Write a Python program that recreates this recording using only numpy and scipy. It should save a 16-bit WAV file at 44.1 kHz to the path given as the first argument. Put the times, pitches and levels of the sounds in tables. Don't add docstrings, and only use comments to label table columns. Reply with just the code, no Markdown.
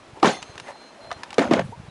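import sys
import numpy as np
from scipy import signal
from scipy.fft import rfft, irfft, next_fast_len
from scipy.io import wavfile
from scipy.ndimage import map_coordinates

SR = 44100
rng = np.random.default_rng(int(sys.argv[2]) if len(sys.argv) > 2 else 0)


def file_out(sig):
    cols = np.atleast_2d(sig).T
    lim = np.clip(cols, -1, 1)
    pcm = np.round(lim * 32767).astype(np.int16)
    wavfile.write(sys.argv[1], SR, pcm)


def gain_from_db(level_db):
    decades = np.asarray(level_db, float) / 20
    return 10 ** decades


N = 83790
T = np.arange(N) / SR


def unit(x):
    return x / np.sqrt(np.mean(x ** 2) + 1e-20)


def along(points):
    point_hz, point_db = np.transpose(points)
    return lambda hz: gain_from_db(np.interp(np.log(hz + 1), np.log(point_hz + 1), point_db))


def filtered(x, response):
    size = next_fast_len(len(x) + 8192)
    spectrum = rfft(x, size) * response(np.fft.rfftfreq(size, 1 / SR))
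    return irfft(spectrum, size)[:len(x)]


def peak(hz, width_hz):
    return lambda f: 1j * f * width_hz / (hz * hz - f * f + 1j * f * width_hz)


def wobble(rate):
    return map_coordinates(rng.standard_normal(int(N * rate / SR) + 4), [T * rate])


def level(rows):
    return gain_from_db(np.interp(T, *np.transpose(rows)))


def water_and_air():
    # point_hz, gain_db
    air_colour = [(100, -40), (200, -8.5), (600, -9), (950, -11.5), (3400, -21), (10500, -35.5)]
    # time_s, level_db
    air_level = [(0, -47.5), (.5, -44.5), (.9, -46.5), (1.2, -44), (1.6, -47), (1.9, -48.5)]
    hiss = unit(filtered(rng.standard_normal(N), along(air_colour))) * gain_from_db(wobble(40.1))
    patches = rng.standard_normal(N) * gain_from_db(3 * wobble(59.8))
    laps = unit(filtered(patches, lambda f: peak(750, 900)(f) ** 2))
    return level(air_level) * (gain_from_db(-2.0) * hiss + gain_from_db(-10.5) * laps)


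def wind():
    # point_hz, gain_db
    gust_colour = [(30, -14), (70, -2.5), (130, 0.5), (400, -42.5)]
    # time_s, level_db
    wind_level = [(0, -58.5), (.7, -58.5), (.76, -66), (.98, -70.5), (1.05, -52), (1.2, -66), (1.55, -48.5),
                  (1.65, -40), (1.9, -55.5)]
    lumps = filtered(rng.standard_normal(N), along(gust_colour)) * gain_from_db(2.7 * wobble(35.04))
    return level(wind_level) * unit(lumps)


def wind_bumps():
    # middle_s, level_db, pitch_hz
    bump_rows = [(0.136, -38, 113), (0.5, -37.5, 104), (0.561, -40, 127), (0.621, -46.5, 117),
                 (1.123, -46.5, 79.4), (1.167, -40, 110), (1.477, -36, 110), (1.585, -28, 157),
                 (1.622, -29, 134), (1.647, -27, 151), (1.662, -29, 153), (1.694, -29.5, 180),
                 (1.781, -37, 125), (1.801, -31.5, 150), (1.838, -37, 131), (1.886, -32, 130)]
    cycles = 0.43
    out = np.zeros(N)
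    for middle_s, db, hz in bump_rows:
        t = T - middle_s
        out += gain_from_db(db) * np.exp(-.5 * (t * hz / cycles) ** 2) * np.cos(2 * np.pi * hz * t + 1.86)
    return out


def water_drop():
    # start_s, level_db, first_hz, last_hz, glide_s, length_s
    plop = (1.7215, -34, 620, 950, .004, .036)
    start_s, db, first_hz, last_hz, glide_s, length_s = plop
    t = np.clip(T - start_s, 0, None)
    pitch_hz = last_hz + (first_hz - last_hz) * np.exp(-t / glide_s)
    phase = 2 * np.pi * np.cumsum(pitch_hz) / SR

    def swell(span_s):
        return np.sin(np.pi * np.clip(t / span_s, 0, 1) ** .6)

    bubble = swell(length_s) * np.sin(phase)
    undertone = .5 * swell(length_s / 2) * np.sin(phase / 2)
    return gain_from_db(db + 2 * wobble(150)) * (bubble + undertone)


def steel_fittings():
    # start_s, level_db
    strike = (.305, -35.5)
    # pitch_hz, level_db, t60_s
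    steel_modes = [(3548, 3, .25), (4145, -9, .4), (4301, -1, .2), (6180, -11, .6), (6395, -12, .7),
                   (9620, -6, .25)]
    start_s, strike_db = strike
    t = np.clip(T - start_s, 0, None)
    rise = np.minimum(t / .03, 1)
    out = np.zeros(N)
    for hz, db, t60_s in steel_modes:
        decay = gain_from_db(strike_db + db + 3.5 * wobble(45) - 60 * t / t60_s)
        out += decay * rise * np.sin(2 * np.pi * hz * t)
    return out


def singing_lure():
    # start_s, length_s, level_db, pitch_hz
    spells = [(.43, .125, -57, 4150), (.712, .2, -58, 4150), (1.005, .185, -55, 4150),
              (.55, .47, -67, 4150), (.495, .035, -61, 6380), (.54, .035, -65, 6380), (.62, .1, -64, 6380),
              (.74, .22, -70, 6370), (.6, .08, -68, 9620), (1.88, .04, -54, 3880), (1.6, .028, -55, 6500)]
    edge_s = .012
    out = np.zeros(N)
    for start_s, length_s, db, hz in spells:
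        gate = np.clip(np.minimum(T - start_s, start_s + length_s - T) / edge_s, 0, 1)
        tone = np.sin(2 * np.pi * hz * T + .4 * wobble(30))
        out += gain_from_db(db + 3 + 1.5 * wobble(25)) * gate * tone
    return out


def hand_scuffs():
    # middle_s, half_length_s, level_db, pitch_hz
    rubs = [
        (0.168, 0.013, -45, 873),
        (0.174, 0.0052, -40, 367),
        (0.69, 0.014, -36, 628),
        (0.697, .024, -40, 830),
        (0.685, 0.023, -44.5, 1910),
        (0.753, 0.013, -48.5, 840),
        (1.043, 0.06, -45, 630),
        (1.253, 0.036, -49, 940),
        (1.46, 0.025, -53, 6250),
        (1.57, .012, -53, 6400),
    ]
    resonance_q = 8.3
    out = np.zeros(N)
    for middle_s, half_s, db, hz in rubs:
        grit = rng.standard_normal(N) * gain_from_db(2.7 * wobble(330))
        rub = unit(filtered(grit, peak(hz, min(hz / resonance_q, 350))))
        out += gain_from_db(db) * np.exp(-.5 * ((T - middle_s) / half_s) ** 2) * rub
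    return out


def knocks(rows, cycles, crack_s, spread, bright=0):
    # point_hz, gain_db
    crack_colour = [(300, -3.5), (1000, 3.5), (3000, 0), (6000, -10), (11000, -25.5)]
    ring_rise_s, crack_rise_s = 0.00014, 0.00059
    out, t = np.zeros(N + SR), np.arange(SR // 10) / SR

    def crack_response(f):
        return along(crack_colour)(f) * (1 + f / 3000) ** bright

    for start_s, db, hz, crack_db in rows:
        detune = np.exp(spread * rng.standard_normal(2))
        modes = [(1, -1), (1.49 * detune[0], .35), (2.766 * detune[1], .25)]
        ring = sum(gain * np.sin(2 * np.pi * hz * ratio * t) for ratio, gain in modes)
        ring = ring * gain_from_db(-60 * t * hz ** 0.51 * 12 / cycles) * (1 - np.exp(-t / ring_rise_s))
        crack = unit(filtered(rng.standard_normal(len(t)), crack_response))
        crack = crack * gain_from_db(crack_db - 60 * t / crack_s) * np.minimum(t / crack_rise_s, 1)
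        out[round(start_s * SR):][:len(t)] += gain_from_db(db) * (ring + crack)
    return out[:N]


def hook_ticks():
    # start_s, peak_db, pitch_hz, crack_db
    tick_rows = [(.199, -49.5, 2460, 7), (.4205, -45, 1720, 8), (.4265, -30.5, 2930, 3),
                 (.4273, -33.5, 4580, -10), (.555, -38.5, 820, -2.5), (.5785, -37.5, 1080, 5.5),
                 (.5985, -32.5, 2160, 4), (1.1065, -26.5, 1100, -19), (1.1145, -22, 1220, -9),
                 (1.1148, -29.5, 2070, -8.5), (1.118, -20.5, 690, -29), (1.127, -34.5, 5860, -1),
                 (1.2335, -23, 1712, -5), (1.235, -28.5, 956, -15), (1.3055, -31, 2750, -1.5),
                 (1.329, -27, 820, -6), (1.342, -35, 2650, 4.5)]
    return knocks(tick_rows, cycles=11.4, crack_s=0.027, spread=0.045, bright=0.74)


def grains(colour, rate):
    size_scatter_db, life_cycles = 2, 12
    count = int(rate * N / SR)
    place, pitch, luck = np.split(rng.random((count, 3)), 3, axis=1)
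    low_hz, high_hz = colour[0][0], colour[-1][0]
    hz = low_hz * (high_hz / low_hz) ** pitch
    t = np.arange(400) / SR
    size = along(colour)(hz) * np.sqrt(hz) * gain_from_db(-size_scatter_db * np.log(luck + 1e-9))
    decay = np.exp(-t * hz * 3 / life_cycles) * np.hanning(800)[400:]
    rings = size * np.sin(2 * np.pi * hz * t) * decay * np.minimum(t * hz, 1)
    samples = (place * N).astype(int) + np.arange(400)
    return unit(np.bincount(samples.ravel(), rings.ravel())[:N])


def loose_clatter():
    # start_s, rise_s, hold_s, t60_s, box_db, tackle_db
    shakes = [
        (0.221, 0.039, 0.042, 0.2, -17, -27),
        (0.273, 0.0092, 0.023, 0.34, -35, -38),
        (1.388, 0.007, 0.031, 0.31, -22, -39),
        (1.507, 0.0094, 0.039, 0.16, -20.5, -41),
        (1.554, 0.01, 0.059, 0.077, -30, -52),
    ]
    # point_hz, gain_db
    box_colour = [(150, 13), (300, -0.5), (700, 0.5), (1400, -6.5), (3500, -15)]
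    # point_hz, gain_db
    tackle_colour = [(1500, -10), (3700, -0.5), (5200, -5.5), (6600, -5), (8000, -15.5), (11000, -13)]
    box_shake, tackle_shake = np.zeros(N), np.zeros(N)
    for start_s, rise_s, hold_s, t60_s, box_db, tackle_db in shakes:
        rise = np.clip((T - start_s) / rise_s, 0, 1)
        fall_db = -60 * np.clip(T - start_s - hold_s, 0, None) / t60_s
        box_shake += rise * gain_from_db(box_db + fall_db)
        tackle_shake += rise * gain_from_db(tackle_db + fall_db)
    return grains(box_colour, 4000) * box_shake + grains(tackle_colour, 6500) * tackle_shake


def swings(rows, swell_s, shorter):
    out, t = np.zeros(N + SR), np.arange(SR // 10) / SR
    for start_s, db, hz in rows:
        u = t / swell_s * (hz / 500) ** shorter
        out[round(start_s * SR):][:len(t)] -= gain_from_db(db + 3) * u * np.exp(1 - u) * np.sin(2 * np.pi * hz * t)
    return out[:N]


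def hook_jingle():
    # start_s, level_db, pitch_hz
    jingles = [
        (.304, -33.5, 6960),
        (.307, -43, 4180),
        (.312, -38.5, 6540),
        (.332, -50, 5460),
        (.344, -49, 4150),
        (.351, -43.5, 5400),
    ]
    return swings(jingles, swell_s=0.0018, shorter=0)


def ringing_panels():
    # start_s, level_db, pitch_hz
    first_panels = [(0.226, -43, 2170), (0.228, -10, 307), (0.228, -15, 1187), (0.232, -8.5, 796),
                    (0.234, -29.5, 1840), (0.234, -15.5, 332), (0.244, -16, 478), (0.244, -13.5, 1040),
                    (0.245, -21.5, 2310), (0.245, -13, 238), (0.251, -18.5, 1340), (0.251, -22, 1840),
                    (0.253, -20, 850), (0.255, -13.5, 384), (0.258, -29, 1737), (0.26, -32, 890),
                    (0.265, -26, 1570), (0.266, -29, 920), (0.266, -19.5, 597), (0.268, -26, 1956),
                    (0.272, -12.5, 213), (0.273, -22.5, 1090), (0.281, -25, 267), (0.284, -29, 2000),
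                    (0.285, -19.5, 770), (0.287, -40, 1130), (0.288, -33, 1640), (0.29, -22, 532),
                    (0.293, -28, 1540), (0.306, -28.5, 390), (0.307, -35, 1770), (0.31, -28.5, 830),
                    (0.315, -38, 1570), (0.321, -28, 736), (0.334, -30.5, 760), (0.343, -38, 2080),
                    (0.367, -41, 1060), (0.368, -38, 740), (0.369, -40.5, 2040), (0.387, -38.5, 750)]
    # start_s, level_db, pitch_hz
    later_panels = [(1.381, -34, 2200), (1.381, -39, 1900), (1.383, -27, 1196), (1.384, -10.5, 422),
                    (1.389, -23.5, 1820), (1.389, -24.5, 2106), (1.39, -32, 1203), (1.397, -18.5, 250),
                    (1.408, -11.5, 256), (1.409, -27, 690), (1.416, -22, 670), (1.419, -26, 335),
                    (1.42, -32, 1940), (1.421, -28, 1385), (1.427, -40, 1040), (1.428, -33, 670),
                    (1.435, -39, 1790), (1.437, -23.5, 510), (1.438, -30, 1355), (1.445, -22, 264),
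                    (1.446, -36, 1650), (1.449, -31, 1460), (1.451, -24.5, 690), (1.453, -22, 241),
                    (1.465, -29, 610), (1.471, -35.5, 1430), (1.475, -30, 593), (1.489, -22, 238),
                    (1.498, -21, 245), (1.511, -30, 1180), (1.511, -12, 321), (1.522, -11, 240),
                    (1.522, -23.5, 1180), (1.525, -25, 750), (1.535, -13.5, 239), (1.535, -31, 2140),
                    (1.535, -36, 1210), (1.536, -36, 1680), (1.537, -14, 618), (1.541, -35, 1250),
                    (1.552, -17.5, 216), (1.555, -25.5, 640), (1.563, -34, 970), (1.566, -20.5, 480),
                    (1.569, -37, 1050), (1.569, -41.5, 1850), (1.574, -36, 1430), (1.576, -24.5, 530),
                    (1.579, -23, 267), (1.583, -23.5, 634), (1.592, -20, 815), (1.593, -35, 520),
                    (1.597, -19, 166), (1.606, -24, 510), (1.619, -22.5, 170)]
    return swings(list(first_panels) + list(later_panels), swell_s=0.0025, shorter=.05)


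def fish_blows():
    # start_s, peak_db, pitch_hz, crack_db
    blow_rows = [(.2262, -17, 300, -25), (.2290, -12, 800, -3), (.2448, -14, 1020, -6),
                 (.2565, -18, 430, -2), (.2715, -10, 215, -8), (.2945, -24, 780, -4), (1.3822, -5, 490, -9),
                 (1.3845, -8, 215, -25), (1.3912, -12, 640, -3), (1.3965, -11, 205, -19),
                 (1.409, -21, 700, -8), (1.4185, -16, 210, -12), (1.5110, -6, 300, -17),
                 (1.5352, -12, 630, -3), (1.560, -25, 700, -6), (1.5935, -9, 600, -13)]
    return knocks(blow_rows, cycles=7.4, crack_s=0.023, spread=.05)


def hull_echo(close):
    t = np.arange(SR // 8) / SR
    hull = rng.standard_normal(len(t)) * gain_from_db(-60 * t / 0.13) * (t > .003)
    return gain_from_db(-15) * signal.fftconvolve(close, hull / np.linalg.norm(hull))[:N]


def scene():
    mic_hz = 110
    slams = fish_blows() + ringing_panels() + hook_jingle()
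    close = slams + loose_clatter() + hook_ticks() + hand_scuffs()
    close = filtered(close, lambda f: (1j * f / (mic_hz + 1j * f)) ** 4)
    metal = steel_fittings() + singing_lure()
    outdoors = water_and_air() + wind() + wind_bumps()
    return (close + hull_echo(close) + metal + water_drop() + outdoors)[None]


def band_limit(x):
    return signal.sosfilt(signal.butter(12, 12150, fs=SR, output="sos"), x)


def record(dry):
    limit, top_hz, edge_db, end_hz = .72, 11050, -25, 12150
    limited = dry[0] / (1 + np.abs(dry[0] / limit) ** 10) ** (1 / 10)
    finished = filtered(limited, lambda hz: np.where(hz < top_hz, 1, gain_from_db(edge_db) * (hz < end_hz)))
    return band_limit(finished[None])


dry = scene()
out = record(dry)
file_out(out)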